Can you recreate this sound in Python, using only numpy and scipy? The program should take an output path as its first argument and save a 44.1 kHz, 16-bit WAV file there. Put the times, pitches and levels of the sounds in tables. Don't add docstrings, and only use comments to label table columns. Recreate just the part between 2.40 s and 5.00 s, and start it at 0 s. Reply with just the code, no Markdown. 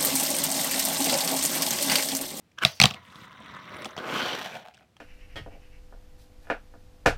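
import sys
import numpy as np
from scipy import signal
from scipy.io import wavfile
from scipy.ndimage import uniform_filter1d

SR = 44100
rng = np.random.default_rng(int(sys.argv[2]) if len(sys.argv) > 2 else 0)


def master(y):
    cut = np.clip(np.atleast_2d(y).T, -1, 1)
    pcm = np.round(cut * 32767)
    wavfile.write(sys.argv[1], SR, pcm.astype(np.int16))


def ratio(d):
    e = np.asarray(d, float) / 20
    return 10 ** e


N = 114660
SPREAD_DB = 2.5


def evened(x):
    return x / np.sqrt(np.mean(x ** 2) + 1e-20)


def read(points, hz):
    f, value = np.transpose(points)
    return np.interp(np.log(hz + 1), np.log(f + 1), value)


def coloured(x, points):
    half = read(points, np.fft.rfftfreq(4096, 1 / SR)) * np.log(10) / 20
    log_gain = np.r_[half, half[-2:0:-1]]
    impulse = np.fft.ifft(np.exp(np.conj(signal.hilbert(log_gain)))).real[:2048]
    return signal.oaconvolve(x, impulse)[:len(x)]


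def ring(x, hz, width):
    r = np.exp(-np.pi * width / SR)
    return 2 * signal.lfilter([1 - r], [1, -r * np.exp(2j * np.pi * hz / SR)], x).real


def slow(size):
    noise = uniform_filter1d(rng.standard_normal(N), size=size)
    return 2 * np.tanh(evened(uniform_filter1d(noise, size=size)) / 2)


# pitch_hz, level_db
HUM = [(25, -23), (60, -2.5), (95, -3.5), (180, -4), (300, -11), (1000, -21), (3500, -26), (16000, -42)]


def room_hum():
    return ratio(-65) * evened(coloured(rng.standard_normal(N), HUM))


# pitch_hz, width_hz, level_db
DECK = [(714, 250, -5), (1324, 160, 2.5), (1600, 650, -3), (2470, 960, 5.5), (3300, 224, 4),
        (4450, 3000, -2.5), (5730, 2100, 1), (8100, 1400, -4), (12400, 6400, -40.5), (14500, 2500, -45.5)]
# pitch_hz, level_db, t60_s
DESK = [(91.8, -30, 0.33), (140.5, -9, 0.091), (195, -2.5, 0.044), (356, -16, 0.01), (504, -14, 0.041),
        (724, 0, 0.027), (1200, -3, 0.024)]
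# pitch_hz, level_db
WALLS = [(150, -24.5), (400, -6.5), (1000, -7.5), (2000, -2.5), (3500, -0.5), (5500, -8), (8000, -13.5),
         (16000, -28.5)]


def deck_ring(rattle, focus_hz, luck):
    body = 0
    for k, ((hz, width, db), e) in enumerate(zip(DECK, luck)):
        body = body + ratio(db + SPREAD_DB * e) * ring(ring(rattle, hz, width), hz, width) * (-1) ** k
    focus = ring(ring(rattle, focus_hz, 550), focus_hz, 1100)
    crack = signal.lfilter(*signal.butter(2, 6000, "high", fs=SR), rattle)
    return evened(evened(body) + ratio(4) * evened(focus) + ratio(-17.5) * evened(crack))


def desk_thump(t, tilt_db, luck):
    modes = 0
    for (hz, db, t60), e in zip(DESK, luck):
        level = ratio(db + tilt_db * np.log2(hz / 400) - 60 * t / t60)
        modes = modes + level * np.sin(2 * np.pi * hz * (1 + 0.064 * e) * t)
    return modes * (1 - np.exp(-t / 0.0033))


def knocks(rows, tilt_db):
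    out, t = np.zeros((2, N + 16384)), np.arange(16384) / SR
    for start_s, peak_db, focus_hz, thump_db, rattle_ms in rows:
        luck = rng.standard_normal(1024)
        u = t[:1024] * 1000 / max(rattle_ms, .2)
        contact = 1. * (u == 0)
        rattle = luck * abs(luck) * np.exp(-u ** 2) * np.minimum(u * 6, 1) + 3.2 * contact
        near = deck_ring(rattle, focus_hz, rng.standard_normal(len(DECK)))
        far = evened(coloured(contact, WALLS))
        thump = ratio(thump_db) * desk_thump(t, tilt_db, rng.standard_normal(len(DESK)))
        sound = np.tile(thump, (2, 1))
        sound[:, :1024] += np.array([near, far]) / abs(near).max()
        at = round(start_s * SR)
        out[:, at:at + 16384] += ratio(peak_db) * sound
    return out[:, :N]


# start_s, peak_db, pitch_hz (strongest ring), thump_db (desk)
TICKS = [(0.116, -55, 2240, -27), (1.0027, -44, 1120, 4), (1.367, -45, 9700, -16),
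         (1.4197, -30.5, 1500, -24), (1.4450, -25, 2430, -10), (1.4544, -26.5, 3200, -0.5),
         (1.4894, -42, 3520, -14), (1.507, -46, 6000, -9), (1.5134, -60, 6000, -17), (1.5649, -25, 870, -7),
         (1.5768, -25.5, 3300, 0), (1.5853, -31, 3230, 0), (2.152, -34, 2380, -9), (2.338, -49.5, 2500, -8),
         (2.3436, -45.5, 2720, -21), (2.349, -48, 3300, -20), (2.3695, -50, 3300, -29),
         (2.376, -47, 1600, -15), (2.387, -53.5, 3000, -15), (2.4274, -58, 3400, 8),
         (2.5661, -44.5, 3300, -13), (1.4581, -27.5, 448, -3), (2.5668, -46, 1000, -20)]


def truck_ticks():
    rattle_ms = 3.8
    return knocks([(*row, rattle_ms) for row in TICKS], tilt_db=2)


# pitch_hz, t60_s
ROOM = [(100, 0.17), (260, 0.09), (700, 0.28), (2000, 0.16), (4500, 0.2), (9000, 0.11), (15000, 0.24)]


def room(x):
    hz, t, z = signal.stft(rng.standard_normal(SR // 2), SR, nperseg=256)
    tail = signal.istft(z * ratio(-60 * t / read(ROOM, hz)[:, None]), SR, nperseg=256)[1]
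    tail = tail * np.clip(np.arange(len(tail)) / SR / 0.008, 0, 1)
    return signal.fftconvolve(x, tail / np.linalg.norm(tail))[:N]


# pitch_hz, level_db
WIDE = [(40, -27.5), (120, -1), (600, 3), (3500, -10.5), (6500, -13.5), (10000, -23), (14500, -21.5),
        (16500, -35)]


def roll(load, rings, bumps_per_s, size_db=3.0, judder_db=0.0, patchy_db=3.5, wide_db=-12, bright=.15, top_db=0):
    luck, t = rng.random((N, 3)).T, np.arange(N) / SR
    bumps = (luck[0] < bumps_per_s / SR) * np.sign(luck[1] - .5)
    bumps = bumps * ratio(-size_db * np.log(luck[2] + .03))
    bumps = bumps * ratio(judder_db * slow(size=130))
    rung = 0
    for k, (hz, width, db) in enumerate(rings):
        patches = ratio(db + patchy_db * slow(size=500))
        rung = rung + (-1) ** k * patches * ring(ring(bumps, hz, 1.5 * width), hz, 1.5 * width)
    s, db = np.transpose(load)
    level_db = np.interp(t, s, db)
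    colour = [(f, d + top_db * (f > 8e3)) for f, d in WIDE]
    hiss_db = wide_db + bright * (level_db - db.max()) + judder_db * slow(size=120)
    hiss = ratio(hiss_db) * evened(coloured(bumps, colour))
    edges = np.clip((t - s[0]) / 0.0053, 0, 1) * np.clip((s[-1] - t) / 0.0027, 0, 1)
    return edges * ratio(level_db) * (evened(rung) + hiss)


# start_s, level_db
SCUFF = [(.172, -58), (.178, -51), (.188, -38), (.2, -58.5), (.213, -39), (.222, -30), (.230, -20.5),
         (.238, -26), (.249, -48.5)]
# pitch_hz, width_hz, level_db
SCUFF_RING = [(1190, 220, -2.5), (1610, 260, -1), (1000, 150, -10.5), (2140, 340, -8.5), (2920, 500, -11.5),
              (6100, 500, -30)]


def tail_scuff():
    return roll(SCUFF, SCUFF_RING, 2200, size_db=0.5, judder_db=0.5, patchy_db=0.5, wide_db=-8.5, bright=0.1)


# start_s, peak_db, pitch_hz (strongest ring), thump_db (desk), rattle_ms
CLACKS = [(.1865, -25, 3200, -35.5, 1.15), (.2350, -13, 2150, -14.5, 1.9), (.2497, 0, 3500, -12, .7),
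          (.2512, -8, 5130, -9.5, 0.95), (.2530, -15, 1900, -7, 1.2), (.4002, 1, 2300, -19.5, 1.3),
          (.4010, -4, 4200, -12, 0.66), (.4030, -11.5, 2100, -15.5, 1.5), (.4142, -3.5, 2620, -23.5, 1.2),
          (.4162, 1.5, 4300, -10, 0.75), (.4178, -12, 3500, -17, 1.8), (.4248, -12, 3800, -11.5, .9),
          (.4260, -6.5, 6000, -14, 0.4), (.4335, -23.5, 3400, -16, 1.2), (.4370, -1, 3300, -9.5, 1.1),
          (.4392, 0.5, 3300, -4.5, 1.3), (.4405, -10, 2000, -5, 0.98), (.4538, -18, 3600, -11.5, 1.1),
          (.4558, -2, 3500, -10, 1.4), (.4585, -12.5, 1200, -6.5, 1.5), (.4755, -26, 3500, -10, 1.5),
          (.5040, -28, 3000, -37, 4.6), (.5093, -20, 2900, -5, 1.4), (.5380, -32, 3100, -36, 1.6),
          (.5425, -29.5, 2970, 0, 3)]


def hard_clacks():
    return knocks(CLACKS, tilt_db=0)


# start_s, level_db
SPIN = [(.26, -42), (.33, -50.5), (.40, -54)]
# pitch_hz, width_hz, level_db
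SPIN_RING = [(4500, 310, 4.5), (6000, 900, -2.5), (2500, 1800, -4), (8900, 12000, -18)]


def wheel_spin():
    return roll(SPIN, SPIN_RING, 4000)


# start_s, level_db
SLOW = [(.55, -46.5), (.63, -56), (.81, -46), (.88, -50.5), (1.13, -45), (1.25, -46), (1.37, -40),
        (1.46, -46.5), (1.575, -52.5)]
# pitch_hz, width_hz, level_db
SLOW_RING = [(89, 43, 4.5), (178.5, 69, 5.5), (955, 144, 3), (1200, 527, 2), (2000, 370, -1),
             (2900, 1920, -10.5), (3750, 660, -7.5), (5750, 680, -19.5)]


def slow_roll():
    return roll(SLOW, SLOW_RING, 2000, size_db=1.85, judder_db=0.94, patchy_db=3.2, wide_db=-6,
                bright=0.31, top_db=-5)


# start_s, level_db
GRIP = [(.62, -71.5), (.74, -66), (.85, -62.5), (.87, -79)]
# pitch_hz, width_hz, level_db
GRIP_RING = [(3820, 3200, 0), (8900, 4000, -4.5), (13230, 4800, -8.5)]


def grip_rustle():
    return roll(GRIP, GRIP_RING, 4500)


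def taps(rows, rings, decay_s):
    out, fade = np.zeros(N + 2048), np.exp(-np.arange(2048) / SR / decay_s)
    for start_s, peak_db in rows:
        luck = rng.standard_normal(2048)
        grains = np.r_[2, luck[1:]] * fade
        tap = 0
        for k, ((hz, width, db), e) in enumerate(zip(rings, luck[::-1])):
            tap = tap + (-1) ** k * ratio(db + SPREAD_DB * e) * ring(grains, hz, width)
        out[round(start_s * SR):][:2048] += ratio(peak_db) * tap / abs(tap).max()
    return out[:N]


# start_s, peak_db
GRIT = [(0.6517, -40), (0.7023, -42), (0.7243, -40), (0.7573, -36), (0.814, -52), (0.847, -48.5),
        (0.8804, -43), (0.917, -43), (0.929, -40), (0.9504, -50), (0.9697, -54), (0.9855, -51),
        (1.0104, -58), (1.0615, -38.5), (1.12, -42), (1.14, -38.5), (1.149, -39.5), (1.2014, -46.5),
        (1.2274, -46), (1.255, -37.5), (1.2764, -49), (1.3209, -49.5), (1.3444, -36)]
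# pitch_hz, width_hz, level_db
GRIT_RING = [(1900, 500, 1), (3200, 570, 10.5), (5400, 2200, -4), (8920, 2000, -13.5), (13000, 2200, -17)]


def grit_cracks():
    return ratio(-1.5) * taps(GRIT, GRIT_RING, decay_s=.0006)


# start_s, level_db
TWIST = [(1.26, -60), (1.36, -49), (1.4, -47.5), (1.46, -45.5), (1.56, -57)]
# pitch_hz, width_hz, level_db
TWIST_RING = [(388, 210, 4.5), (607, 75, 10.5), (9530, 1700, -24), (14500, 2500, -29.5)]


def deck_twist():
    return roll(TWIST, TWIST_RING, 2000, wide_db=-22)


# start_s, level_db
FAST = [(1.57, -37.5), (1.6, -37), (1.635, -39), (1.68, -32.5), (1.76, -28.5), (1.87, -32), (2.02, -46)]
# pitch_hz, width_hz, level_db
FAST_RING = [(193, 196, -1), (473, 364, 4.5), (1130, 214, 1), (1500, 150, 5.5), (2120, 570, -8),
             (3100, 770, -5.5), (4200, 1100, -22.5), (6100, 500, -34)]


def fast_roll():
    return roll(FAST, FAST_RING, 3500, size_db=3.6, judder_db=1.2, patchy_db=3.4, wide_db=-6.5, bright=0.61)


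# start_s, level_db
SWEEP = [(1.7, -60), (1.75, -36), (1.83, -34.5), (1.92, -38.5), (2.0, -56)]
# pitch_hz, width_hz, level_db
SWEEP_RING = [(386, 130, -2), (3070, 430, 5), (4300, 790, -6.5), (6100, 300, -11)]


def wheel_song():
    return roll(SWEEP, SWEEP_RING, 3500, wide_db=-12.5)


# start_s, level_db
BRAKE = [(1.85, -35), (1.96, -35.5), (2.06, -37), (2.14, -50.5), (2.24, -55)]
# pitch_hz, width_hz, level_db
BRAKE_RING = [(176, 160, 17.9), (644, 500, 22), (1640, 690, 9.1), (1900, 68, 24), (2230, 340, 8.7),
              (3100, 580, 20), (3544, 820, 14), (5950, 280, 12)]


def braking():
    return roll(BRAKE, BRAKE_RING, 3600, size_db=6.3, judder_db=2.6, patchy_db=0.58, wide_db=-4.5, bright=0.24)


# start_s, level_db
STOP = [(2.0, -49.5), (2.1, -42.5), (2.17, -41), (2.24, -59.5), (2.25, -55), (2.29, -53.5), (2.32, -68),
        (2.41, -62), (2.5, -85)]
# pitch_hz, width_hz, level_db
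STOP_RING = [(193, 68, -2.5), (679, 150, 0.5), (1500, 260, -11), (2440, 300, -8.5), (3200, 550, -21)]


def creep_to_rest():
    return roll(STOP, STOP_RING, 2500, wide_db=-7.5)


# start_s, peak_db
CATCHES = [(2.2485, -46), (2.2535, -35), (2.2615, -35), (2.274, -39), (2.2852, -35), (2.311, -46),
           (2.396, -49), (2.409, -47)]
# pitch_hz, width_hz, level_db
CATCH_RING = [(705, 75, 10.5), (1500, 490, -3), (2300, 510, 0.5), (3300, 1420, -8.5)]


def wheel_catches():
    return taps(CATCHES, CATCH_RING, decay_s=.00004)


def scene():
    near, far = truck_ticks() + tail_scuff() + hard_clacks()
    wheels = wheel_spin() + slow_roll() + grip_rustle() + grit_cracks() + deck_twist()
    wheels = wheels + fast_roll() + wheel_song() + braking() + creep_to_rest() + wheel_catches()
    echo = room(ratio(-13.5) * far + ratio(-9.5) * wheels)
    return (near + wheels + echo + room_hum())[None]


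def roll_off(x):
    return signal.sosfilt(signal.butter(12, 16640, fs=SR, output="sos"), x)


def record(dry):
    ceiling, low_cut_hz, top_edge_hz = .97, 64, 16300
    bass_cut = signal.butter(3, low_cut_hz, "high", fs=SR, output="sos")
    x = signal.sosfilt(bass_cut, dry) / ceiling
    overloaded = ceiling * x / (1 + x ** 4) ** (1 / 4)
    mix = signal.oaconvolve(overloaded, signal.firwin(255, top_edge_hz, fs=SR)[None], "same")
    return roll_off(mix)


dry = scene()
out = record(dry)
master(out)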